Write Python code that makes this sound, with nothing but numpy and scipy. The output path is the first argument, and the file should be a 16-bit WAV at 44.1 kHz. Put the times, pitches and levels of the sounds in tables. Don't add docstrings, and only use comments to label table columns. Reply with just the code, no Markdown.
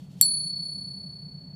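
import sys
import numpy as np
from scipy import signal
from scipy.fft import rfft, irfft
from scipy.io import wavfile

SR = 44100
rng = np.random.default_rng(int(sys.argv[2]) if len(sys.argv) > 2 else 0)


def inscribe(sig):
    pcm = np.round(np.clip(np.atleast_2d(sig).T, -1, 1) * 32767)
    wavfile.write(sys.argv[1], SR, pcm.astype(np.int16))


def volts_from_decibels(level):
    exponent = np.asarray(level, float) / 20
    return 10 ** exponent


N = 68355
CLOCK = np.arange(N) / SR
TAP_S = .2119
WALL_DELAY_S = .0135

# pitch in Hz, starting level in dB, time to fade by 60 dB in seconds.
SILVER_MODES = [(4421.89, -25, 3.2), (4453.8, -30, 3.4), (9919.6, -28, 1.53), (9896, -27, .33),
                (14335, -60, .55), (14368, -62, .5)]


def coloured_noise(points):
    hz, db = np.transpose(points)
    log_hz = np.log(np.arange(1, N // 2 + 2) * SR / N)
    gain = volts_from_decibels(np.interp(log_hz, np.log(hz), db, left=-90, right=-90))
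    noise = irfft(rfft(rng.standard_normal(N)) * gain, N)
    return noise / np.sqrt(np.mean(noise ** 2))


def decay(start_s, t60_s):
    age = CLOCK - start_s
    return (age >= 0) * volts_from_decibels(-60 * np.maximum(age, 0) / t60_s)


def over_time(rows):
    seconds, *columns = np.transpose(rows)
    return [np.interp(CLOCK, seconds, column) for column in columns]


def room_tone():
    # frequency in Hz, relative level in dB per Hz.
    tone_colour = [(20, -43), (40, -24.5), (80, -15), (120, -10.5), (136, -5), (146, 2.5), (156, -4.5),
                   (175, -1.5), (200, -3), (222, -23.5), (240, -12.5), (249, -18.5), (259, -9),
                   (272, -18.5), (300, -29), (420, -26.5), (500, -31), (585, -30), (600, -23), (615, -31.5),
                   (800, -34), (1200, -42.5), (2500, -47.5), (4000, -57.5), (8000, -56.5), (15500, -63.5)]
    return volts_from_decibels(-44.5) * coloured_noise(tone_colour)


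def rustle():
    # time in seconds, level in dB.
    rustle_levels = [(0, -65), (.05, -67.5), (.09, -73), (.12, -64), (.16, -68.5), (.21, -58.5),
                     (.3, -79.5)]
    # frequency in Hz, relative level in dB per Hz.
    rustle_colour = [(1200, -20), (2200, -3.5), (3200, 5.5), (4500, 1.5), (8000, -3), (12000, -9),
                     (15500, -12.5)]
    return volts_from_decibels(over_time(rustle_levels)[0]) * coloured_noise(rustle_colour)


def earlier_tap():
    left_db = [-67, -76]
    rings = 0
    for db, (hz, _, t60_s) in zip(left_db, SILVER_MODES):
        rings = rings + volts_from_decibels(db) * decay(0, t60_s) * np.sin(2 * np.pi * (hz * CLOCK + rng.random()))
    return rings * (CLOCK < TAP_S)


def crack():
    # frequency in Hz, relative level in dB per Hz.
    crack_colour = [(60, -9.5), (250, -3.5), (600, -13), (1200, 0.5), (2200, -8), (3400, 5), (5000, -5.5),
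                    (6500, 1.5), (11000, -9), (15500, -6.5)]
    burst = volts_from_decibels(-22) * decay(TAP_S, .0081)
    wash = volts_from_decibels(-49) * decay(TAP_S, .3)
    return (burst + wash) * coloured_noise(crack_colour)


def room(sound):
    echo_db, tail_db = -27, -26.5
    tail_start_s, tail_t60_s = .0068, .27
    tail = (rng.standard_normal(N) * decay(tail_start_s, tail_t60_s))[:SR // 2]
    tail = volts_from_decibels(tail_db) * tail / np.sqrt(np.sum(tail ** 2))
    echo = volts_from_decibels(echo_db) * np.interp(CLOCK - WALL_DELAY_S, CLOCK, sound)
    return sound + echo + signal.fftconvolve(sound, tail)[:N]


def held_coin():
    # pitch in Hz, level in dB, time to fade by 60 dB in seconds.
    held_modes = [(5260, -53, .16), (5618, -48, .28), (5648, -31, .1), (5760, -44, .15), (7658, -11, .095),
                  (7725, -19, .045), (9596, -3, .022), (10290, -36, .04), (12800, -33, .08),
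                  (12960, -2, .021), (12897, -30, .19), (13030, -34, .11), (13480, -22, .02)]
    contact_s = .0003
    age = CLOCK - TAP_S
    rings = 0
    for hz, db, t60_s in held_modes:
        rings = rings + volts_from_decibels(db) * decay(TAP_S, t60_s) * np.sin(2 * np.pi * hz * age)
    build_up = np.sin(np.pi / 2 * np.clip(age / contact_s, 0, 1)) ** 2
    return rings * build_up


def silver_coin():
    # time in seconds, swell of the first mode in dB, swell of the second in dB.
    rocking = [(.229, 7.5, 9.5), (.245, 5.6, 3.5), (.257, 3.7, 1.6), (.273, 1.4, -.7), (.29, .4, -2.3),
               (.34, .4, 1), (.39, -1, -2), (.44, -1, -3.5), (.49, 0, 0), (.54, .2, .6), (.60, 1, 1),
               (.72, .6, .8), (1.1, 0, 0), (1.55, -.5, -1.5)]
    # time in seconds, swell in dB.
    high_swell = [(.222, -4.5), (.232, -2.5), (.245, 5.5), (.27, 9), (.30, 6), (.34, 6.5), (.39, 5.5),
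                  (.44, 1.5), (.49, 0), (.525, -9.5), (.538, -13.5), (.546, -38), (.554, -9.5),
                  (.565, -9.5), (.60, -8), (.65, -0.5), (.72, 0), (1.1, 0), (1.55, 0)]
    # time in seconds, widening of the low pair in Hz, shift of the third mode in Hz.
    bends = [(.235, -3.6, 8), (.245, 4.3, 8), (.28, 4.1, 7), (.315, 2.1, 7), (.365, .2, 0),
             (.415, -1.1, -4), (.465, -1.1, -2), (.515, -.7, 0), (.565, -.4, 0), (.62, 0, 0)]
    polarity = [1, -1, 1, -1, 1, 1]
    age = CLOCK - TAP_S
    swells = over_time(rocking) + over_time(high_swell) + [0, 0, 0]
    wider, shift = [np.cumsum(hz * (age > 0)) / SR for hz in over_time(bends)]
    extra_turns = [-wider / 2, wider / 2, shift, 0, 0, 0]
    rings = 0
    for (hz, db, t60_s), sign, swell, turns in zip(SILVER_MODES, polarity, swells, extra_turns):
        wave = np.sin(2 * np.pi * (hz * age + turns))
        rings = rings + sign * volts_from_decibels(db + swell) * decay(TAP_S, t60_s) * wave
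    direct, rise_s = volts_from_decibels(-9), .001
    wall_arrival = .5 * (1 + np.tanh((age - WALL_DELAY_S) / rise_s))
    path = direct + (1 - direct) * wall_arrival
    return path * rings


def scene():
    background = room_tone() + rustle() + earlier_tap()
    tap = crack() + room(held_coin()) + silver_coin()
    return (background + tap)[None]


def top_cut(x):
    return signal.sosfilt(signal.butter(12, 15360, fs=SR, output="sos"), x)


def record(dry):
    mix = np.clip(dry, -1, 1)
    return top_cut(mix)


dry = scene()
out = record(dry)
inscribe(out)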